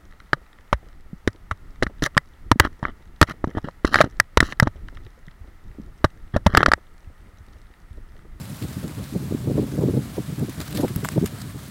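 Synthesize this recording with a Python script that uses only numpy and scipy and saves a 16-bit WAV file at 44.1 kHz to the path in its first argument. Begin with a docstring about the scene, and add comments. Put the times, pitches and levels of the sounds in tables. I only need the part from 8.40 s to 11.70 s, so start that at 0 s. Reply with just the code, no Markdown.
"""A grassy field under a locust swarm. Countless far wings add incoherently into a hiss, while nearer
insects tick once a wingbeat. Turbulent wind buffets the microphone port, louder and brighter as each
gust grows. One locust flutters right up to the microphone, brushes it with papery wings, knocks the
modes of its casing into ringing a few times and leaves."""
import sys
import numpy as np
from scipy import signal
from scipy.fft import rfft, irfft
from scipy.io import wavfile
from scipy.ndimage import uniform_filter1d

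SR = 44100
rng = np.random.default_rng(int(sys.argv[2]) if len(sys.argv) > 2 else 0)


def transcribe(u):
    """Save the signal u as a 16-bit wav file named by the first command-line argument.

    u: samples, shape (n,) or (channels, n), limited to [-1, 1]; the rate is SR.
    q: integer samples, one column per channel.
    """
    v = np.clip(np.atleast_2d(u).T, -1, 1)
    q = np.round(v * 32767).astype(np.int16)
    wavfile.write(sys.argv[1], SR, q)


N = 145530
TIME = np.arange(N) / SR
CUTOFF_HZ = 15950

# Loudness of the distant swarm. Each row: time in seconds, level in dB.
SWARM_LEVEL_CURVE = [(0, -44), (.3, -44), (.9, -45), (1.2, -45), (1.65, -44.5), (2.1, -44), (2.45, -42),
                     (2.8, -45), (3.3, -45.5)]
# Spectrum of the distant swarm. Each row: frequency in Hz, relative spectral density in dB.
SWARM_SPECTRUM = [(150, -14), (550, 3), (850, -1), (1250, 0), (2000, -3), (2600, -6), (3900, -5),
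                  (6200, -9.5), (8200, -7.5), (9700, -10), (11200, -8.5), (13500, -12.5), (15700, -12)]
# Breeze between the buffets. Each row: time in seconds, strength in dB.
BREEZE_CURVE = [(0, -37), (.18, -42.5), (.45, -36.5), (.68, -40), (.9, -33.5), (1.35, -30.5), (1.6, -30.5),
                (1.73, -37), (2.25, -42), (2.45, -34.5), (2.7, -37.5), (2.98, -40), (3.3, -39.5)]
# Buffets of wind on the microphone. Each row: start in seconds, length in seconds, strength in dB.
WIND_BUFFETS = [(.003, 0.016, -32.5), (0.097, 0.036, -33), (0.214, 0.04, -26.5), (0.282, 0.038, -34.5),
                (0.361, 0.03, -32), (0.428, 0.034, -26.5), (0.494, 0.016, -33.5), (0.567, 0.062, -29.5),
                (0.72, 0.026, -30.5), (0.749, 0.015, -19.5), (0.794, 0.088, -30.5), (0.906, 0.0048, -22),
                (0.936, 0.005, -23), (1, 0.03, -31), (1.038, 0.027, -29.5), (1.069, 0.019, -19),
                (1.102, 0.01, -16.5), (1.123, 0.0068, -27), (1.142, 0.022, -19.5), (1.18, 0.019, -16.5),
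                (1.207, 0.03, -22), (1.32, 0.04, -28.5), (1.375, 0.017, -17.5), (1.411, 0.038, -21),
                (1.434, 0.027, -18), (1.472, 0.035, -21), (1.531, 0.053, -20.5), (1.565, 0.027, -22.5),
                (1.777, 0.023, -22.5), (1.877, 0.025, -27.5), (1.919, 0.011, -26), (1.975, 0.048, -26.5),
                (2.005, 0.036, -22.5), (2.075, 0.02, -28), (2.174, 0.045, -29), (2.28, 0.082, -33.5),
                (2.336, 0.077, -26.5), (2.394, 0.019, -29), (2.429, 0.021, -18), (2.501, 0.011, -25),
                (2.561, 0.041, -29.5), (2.626, 0.026, -26), (2.717, 0.025, -29.5), (2.756, 0.015, -20.5),
                (2.767, 0.019, -19.5), (2.829, 0.014, -17.5), (2.924, 0.021, -31.5), (3.001, 0.1, -35),
                (3.144, 0.024, -31)]
# Wind spectrum at the reference strength. Each row: frequency in Hz, relative spectral density in dB,
# growth in dB per dB of gust (raised to at least 0.5 in use).
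WIND_SPECTRUM = [(25.1, -23, 3.5), (44.4, -6, -1.1), (74.6, -1.5, 0.42), (135, 4, 0.95), (233, -3, 1),
                 (301, -4, 1.46), (481, -19.5, 1.83), (780, -33.5, 1.53), (1070, -38.5, 0.5)]
# Puffs of air into the port. Each row: middle in seconds, Gaussian half width in seconds, level in dB.
AIR_PUFFS = [(1.184, 0.0085, -29.5), (1.417, 0.0086, -30.5), (1.78, 0.0064, -33), (2.015, 0.0073, -38.5),
             (2.396, 0.01, -29), (2.443, 0.0085, -21), (2.78, 0.0016, -16.5)]
# Spectrum of a puff. Each row: frequency in Hz, relative spectral density in dB.
PUFF_SPECTRUM = [(150, -31), (330, 0.5), (520, 14.5), (700, 2), (950, 1), (1400, -18), (2500, -34)]
# Single eddies slapping the port. Each row: middle in seconds, peak in dB, centre frequency in Hz.
EDDY_SLAPS = [(0.255, -18.5, 140), (0.37, -19.5, 157), (0.76, -15, 228), (0.9244, -13, 310),
              (0.9495, -11, 234), (1.100, -13.5, 322), (1.181, -9.5, 365), (1.4395, -10, 318),
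              (1.487, -10, 326), (1.387, -18, 368), (1.54, -13, 260), (1.575, -10, 303), (1.784, -15, 415),
              (2.028, -16.5, 305), (2.4002, -11.5, 256), (2.772, -11, 197), (2.783, -9.5, 131),
              (2.8158, -12.5, 198), (2.828, -8, 227)]
# Modes of the casing. Each row: kind (0 thump, 1 knock, 2 snap, 3 tick), frequency in Hz,
# relative level in dB, time to decay by 60 dB in seconds.
CASING_MODES = [(0, 150, -4, 0.022), (1, 650, -6, .014), (1, 1080, -2, 0.013), (1, 1500, -3.5, 0.0076),
                (1, 2070, -4.5, 0.0062), (2, 2950, -8.5, 0.0045), (2, 5350, -4.5, 0.006),
                (2, 7400, -3, 0.0022), (2, 8340, 1.5, 0.0018), (3, 11600, -5.5, 0.0061),
                (3, 12400, 4, 0.0017), (3, 14400, 6, 0.0031), (3, 15500, -2, 0.0027)]
# Impacts of the locust on the casing. Each row: start in seconds, levels of thump, knock, snap and
# tick in dB, frequency favoured by the struck spot in Hz.
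LOCUST_KNOCKS = [(2.5596, -6.5, -25.5, -28, -25.5, 1890), (2.6476, -40, -12, -32, -29, 1630),
                 (2.6537, -17, -15, -37, -44, 940), (2.6869, -57, -13, -19, -45, 1750)]
# Close wing strokes. Each row: time of the peak in seconds, level in dB, rise and decay time constants
# in seconds, stereo side level relative to the stroke in dB (before its high-pass).
WING_STROKES = [(0.015, -39.5, 0.0024, 0.0029, -1), (0.055, -36, 0.0002, 0.00074, -19),
                (0.104, -42, .002, 0.0022, -31), (0.147, -41, .002, .002, -31),
                (0.19, -43, .002, .002, -30), (0.225, -36.5, .002, 0.0036, -39),
                (0.237, -40.5, .004, .005, -36), (0.331, -38, .002, .002, -4),
                (0.388, -44, .002, .003, -27), (0.48, -39, .002, 0.0027, -32.5),
                (0.511, -48, .002, .003, -29), (0.55, -38, .002, 0.0018, -33),
                (0.736, -42, 0.0018, .002, -29), (1.319, -42, .003, .003, -31),
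                (1.622, -43, .003, .014, -35), (1.979, -50, .002, .003, -28), (1.7, -41, .002, .003, -32),
                (1.995, -34, 0.0008, 0.0021, -37), (2.06, -43, 0.0026, 0.0037, -12),
                (2.096, -34.5, 0.00088, 0.0036, -38), (2.204, -29, 0.0019, 0.0026, -7),
                (2.213, -30, 0.0008, 0.0098, -22), (2.264, -39, 0.0023, 0.0067, -38),
                (2.281, -33.5, 0.0041, 0.0023, -44), (2.313, -36, .0005, 0.0013, -34),
                (2.328, -34, .002, 0.0033, -29), (2.351, -32.5, 0.0044, 0.011, -13),
                (2.362, -32, 0.001, 0.0044, -17), (2.3731, -28.5, 0.0022, 0.0082, -25),
                (2.389, -42, .004, 0.0094, -20), (2.411, -36, 0.0081, 0.011, -8),
                (2.440, -48, 0.025, 0.0086, -12), (2.481, -36, .001, 0.0089, -24),
                (2.540, -52, 0.0013, .001, 0), (2.644, -33, 0.0032, 0.0016, -7),
                (2.647, -31.5, 0.00083, 0.017, -13), (2.715, -40, 0.0022, 0.029, -48),
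                (2.844, -37, .001, 0.0045, -12), (2.8605, -27.5, 0.0027, 0.0046, -6),
                (2.873, -37.5, 0.0012, 0.0079, -6), (2.986, -35, .0003, .0007, -32),
                (3.004, -39.5, 0.0025, 0.0056, -43), (3.019, -31.5, 0.0031, 0.0029, -42)]
# Spectrum of a close wing. Each row: frequency in Hz, relative spectral density in dB.
WING_SPECTRUM = [(400, 6), (900, 1), (1600, 5), (2500, 1), (4000, 1.5), (6300, -3), (7800, -0.5),
                 (9600, -4.5), (11200, -1), (13000, -3), (15700, -8)]


def from_db(db):
    """Amplitude grows tenfold for every 20 dB."""
    return 10 ** (np.asarray(db) / 20)


def unit_rms(x):
    """Normalisation to a mean power of one."""
    return x / np.sqrt(np.mean(x ** 2) + 1e-20)


def local_rms(x, size):
    """Running rms: power averaged twice over size samples."""
    return np.sqrt(uniform_filter1d(uniform_filter1d(x ** 2, size), size) + 1e-12)


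def in_time(rows):
    """Linear interpolation of a control curve at every sample."""
    return np.interp(TIME, *np.transpose(rows))


def at_hz(rows, hz, column=1):
    """Interpolation of a spectrum table on a log-frequency axis."""
    rows = np.array(rows)
    return np.interp(np.log(hz), np.log(rows[:, 0]), rows[:, column])


def drift(hz):
    """Noise low-passed at hz gives a smooth random fluctuation of unit rms."""
    pole = np.exp(-2 * np.pi * hz / SR)
    return unit_rms(signal.lfilter([1], [1, -2 * pole, pole * pole], rng.standard_normal(N + SR))[SR:])


def colour(x, spectrum):
    """A minimum-phase filter of unit power gain imposes the spectrum, falling away below its first row."""
    size = 2 * N
    hz = np.maximum(np.arange(N + 1) * SR / size, 1)
    gain = unit_rms(from_db(at_hz(spectrum, hz)) / (1 + (spectrum[0][0] / hz / 2) ** 2))
    cepstrum = irfft(np.log(gain), size)
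    response = np.exp(rfft(np.r_[cepstrum[0], 2 * cepstrum[1:N]], size))
    return irfft(rfft(x, size) * response, size)[:N]


def ring(force, hz, t60):
    """A damped resonator answers an impulse with an exponentially decaying sine."""
    pole, angle = np.exp(-np.log(1000) / (t60 * SR)), 2 * np.pi * hz / SR
    return signal.lfilter([0, np.sin(angle)], [1, -2 * pole * np.cos(angle), pole * pole], force + 1e-18)


def flicker(x, depth_db, bands=20):
    """Amplitude modulation: each frequency band swells and fades at random, giving a slight shimmer."""
    spectrum = rfft(x)
    position = np.minimum(np.arange(len(spectrum)) * SR / N / CUTOFF_HZ, 1) * (bands - 1)
    out = 0
    for k in range(bands):
        band = irfft(spectrum * np.maximum(1 - np.abs(position - k), 0), N)
        out = out + band * from_db(depth_db * drift(hz=11.3))
    return out * x.std() / out.std()


def far_swarm():
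    """Incoherent addition: countless wings blend into a slightly grainy, flickering hiss."""
    grain = from_db(0.91 * drift(hz=560) + 0.79 * drift(hz=24))
    hiss = colour(unit_rms(rng.standard_normal(N) * grain), SWARM_SPECTRUM)
    return from_db(in_time(SWARM_LEVEL_CURVE)) * flicker(hiss, depth_db=0.96)


def near_fliers(count, wingbeat_hz=20.36, pass_s=0.041, tick_db=-44.5, tick_decay_s=0.0021):
    """Each passing insect ticks at its own wing resonance, swelling and fading as inverse distance."""
    low_hz, high_hz, bandwidth_hz = 3200, 13700, 2600   # wing resonances
    beats = np.arange(-6, 7)   # counted from the closest approach
    places = (np.arange(count) + rng.random(count)) / count   # fractions of the duration
    paces, sizes = rng.normal(1, 0.087, count), rng.standard_normal(count)
    resonances_hz = rng.uniform(low_hz, high_hz, count)
    out = 0
    for place, pace, size, hz in zip(places, paces, sizes, resonances_hz):
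        offset_s = (beats + rng.normal(0, 0.025, len(beats))) / (wingbeat_hz * pace)
        at = ((place * N + offset_s * SR) % N).astype(int)
        scatter_db = 3 * np.clip(size / 2 + rng.standard_normal(len(beats)), -2, 2)
        ticks = np.zeros(N)
        ticks[at] = from_db(tick_db + scatter_db) / np.hypot(1, offset_s / pass_s)
        envelope = signal.lfilter([1], [1, -np.exp(-1 / (tick_decay_s * SR))], ticks + 1e-18)
        resonance = signal.iirpeak(hz, hz / bandwidth_hz, fs=SR)
        out = out + envelope * unit_rms(signal.lfilter(*resonance, rng.standard_normal(N)))
    swarm_db = in_time(SWARM_LEVEL_CURVE)
    return out * from_db(swarm_db - swarm_db.mean())


def gust_strength(attack_s=0.0047, release_s=0.011):
    """Wind strength in dB: the breeze adds in power to buffets that hit abruptly, hold and let go."""
    power = from_db(in_time(BREEZE_CURVE)) ** 2
    for start, length, db in WIND_BUFFETS:
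        attack = np.clip((TIME - start) / attack_s, 0, 1)
        release = np.exp(-np.clip((TIME - start - length) / release_s, 0, 20))
        power = power + (from_db(db) * attack * release) ** 2
    return 10 * np.log10(power)


def wind(reference_gust_db=-25, reference_level_db=-24.5):
    """Turbulence at the port: small eddies make it lumpy, and gusts lift the mids more than the bass."""
    gust_db = gust_strength() - reference_gust_db
    eddies_db = 2.5 * drift(hz=79)
    edges = 20 * 2 ** np.arange(0, 6.5, .5)   # half-octave bands, Hz
    centres = np.sqrt(edges[1:] * edges[:-1])
    shares = from_db(at_hz(WIND_SPECTRUM, centres)) * np.sqrt(np.diff(edges))
    shares = shares / np.linalg.norm(shares)
    white = rng.standard_normal((2, N + SR))   # neighbouring bands get independent noise
    out, power = 0, 0
    for k, hz in enumerate(centres):
        band_pass = signal.butter(2, edges[k:k + 2], "band", fs=SR, output="sos")
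        band = unit_rms(signal.sosfilt(np.vstack([band_pass, band_pass]), white[k % 2])[SR:])
        growth = np.maximum(at_hz(WIND_SPECTRUM, hz, column=2), .5)
        gain = shares[k] * from_db(growth * gust_db)
        out = out + gain * band * from_db(growth * eddies_db)
        power = power + gain ** 2
    # Slow chance swells are evened out, so the gusts set the level.
    return from_db(reference_level_db) * out / local_rms(out / np.sqrt(power), size=600)


def puffs():
    """Air striking the port head-on makes brief bursts of brighter turbulent noise."""
    air = colour(rng.standard_normal(N), PUFF_SPECTRUM)
    envelope = sum(from_db(db) * np.exp(-.5 * ((TIME - middle) / half_width) ** 2)
                   for middle, half_width, db in AIR_PUFFS)
    return air / local_rms(air, size=500) * envelope


def slaps():
    """An eddy crossing the port is one pressure pulse: a peak between two shallow troughs."""
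    out = 0
    for middle, db, hz in EDDY_SLAPS:
        exponent = np.minimum((np.pi * hz * (TIME - middle)) ** 2, 20)
        out = out + from_db(db) * (1 - 2 * exponent) * np.exp(-exponent)
    return out


def casing_knocks(scratch_lag_s=0.0011, scratch_decay_s=0.00086, spot_db_per_octave=11.5):
    """Modal ringing: each impact of the locust pushes the low modes, then scratches the high ones."""
    out, t = np.zeros(N + SR), TIME[:SR // 10]
    for start, *levels_db, spot_hz in LOCUST_KNOCKS:
        for k, (kind, hz, db, t60) in enumerate(CASING_MODES):
            kind = int(round(kind))
            if kind < 2:   # half-sine push, its sign alternating from mode to mode
                at = int(start * SR)
                force = -(-1) ** k * np.sin(np.pi * np.minimum(2 * hz * t, 1))
            else:
                at = int((start + scratch_lag_s) * SR)
                force = rng.standard_normal(len(t)) * np.exp(-t / scratch_decay_s)
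            # The struck spot weakens knock modes far from its frequency, by up to 8 dB.
            spot_db = max(-spot_db_per_octave * abs(np.log2(hz / spot_hz)), -8) if kind == 1 else 0
            tone = ring(force, hz, t60)
            out[at:at + len(t)] += from_db(levels_db[kind] + db + spot_db) * tone / np.abs(tone).max()
    return out[:N]


def close_wings(crinkle_db=3.5, side_above_hz=4100):
    """Papery wings crinkle in noise bursts that add in power; the closest differ left to right in treble."""
    mid_power, side_power = 0, 0
    for peak, db, rise, decay, side_db in WING_STROKES:
        exponent = np.maximum((peak - TIME) / rise, (TIME - peak) / decay)
        stroke = from_db(db) * np.exp(-np.minimum(exponent, 20))
        mid_power = mid_power + stroke ** 2
        side_power = side_power + (stroke * from_db(side_db)) ** 2
    crinkle = from_db(crinkle_db * np.clip(drift(hz=1150), -2, 2))
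    crinkle = crinkle / local_rms(crinkle, size=160)
    mid, side = (colour(np.sqrt(power) * crinkle * rng.standard_normal(N), WING_SPECTRUM)
                 for power in (mid_power, side_power))
    side = signal.sosfilt(signal.butter(4, side_above_hz, "high", fs=SR, output="sos"), side)
    return flicker(mid, depth_db=3.5) + side * np.array([[1], [-1]])


def scene():
    """Superposition of wind and insects; all but the close wings is the same in both channels."""
    air = wind() + puffs() + slaps()
    return air + far_swarm() + near_fliers(count=26) + casing_knocks() + close_wings()


def record(dry, low_cut_hz=72, ceiling_db=-6.0):
    """Band limiting and soft saturation: deep rumble is removed, peaks are rounded, the top is cut."""
    ceiling = from_db(ceiling_db)
    high_passed = signal.sosfilt(signal.butter(2, low_cut_hz, "high", fs=SR, output="sos"), dry)
    rounded = ceiling * np.tanh(high_passed / ceiling)
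    low_pass = signal.firwin(401, CUTOFF_HZ, fs=SR, window=("kaiser", 9))
    return signal.fftconvolve(rounded, low_pass[None], "same", axes=1)


dry = scene()
out = record(dry)
transcribe(out)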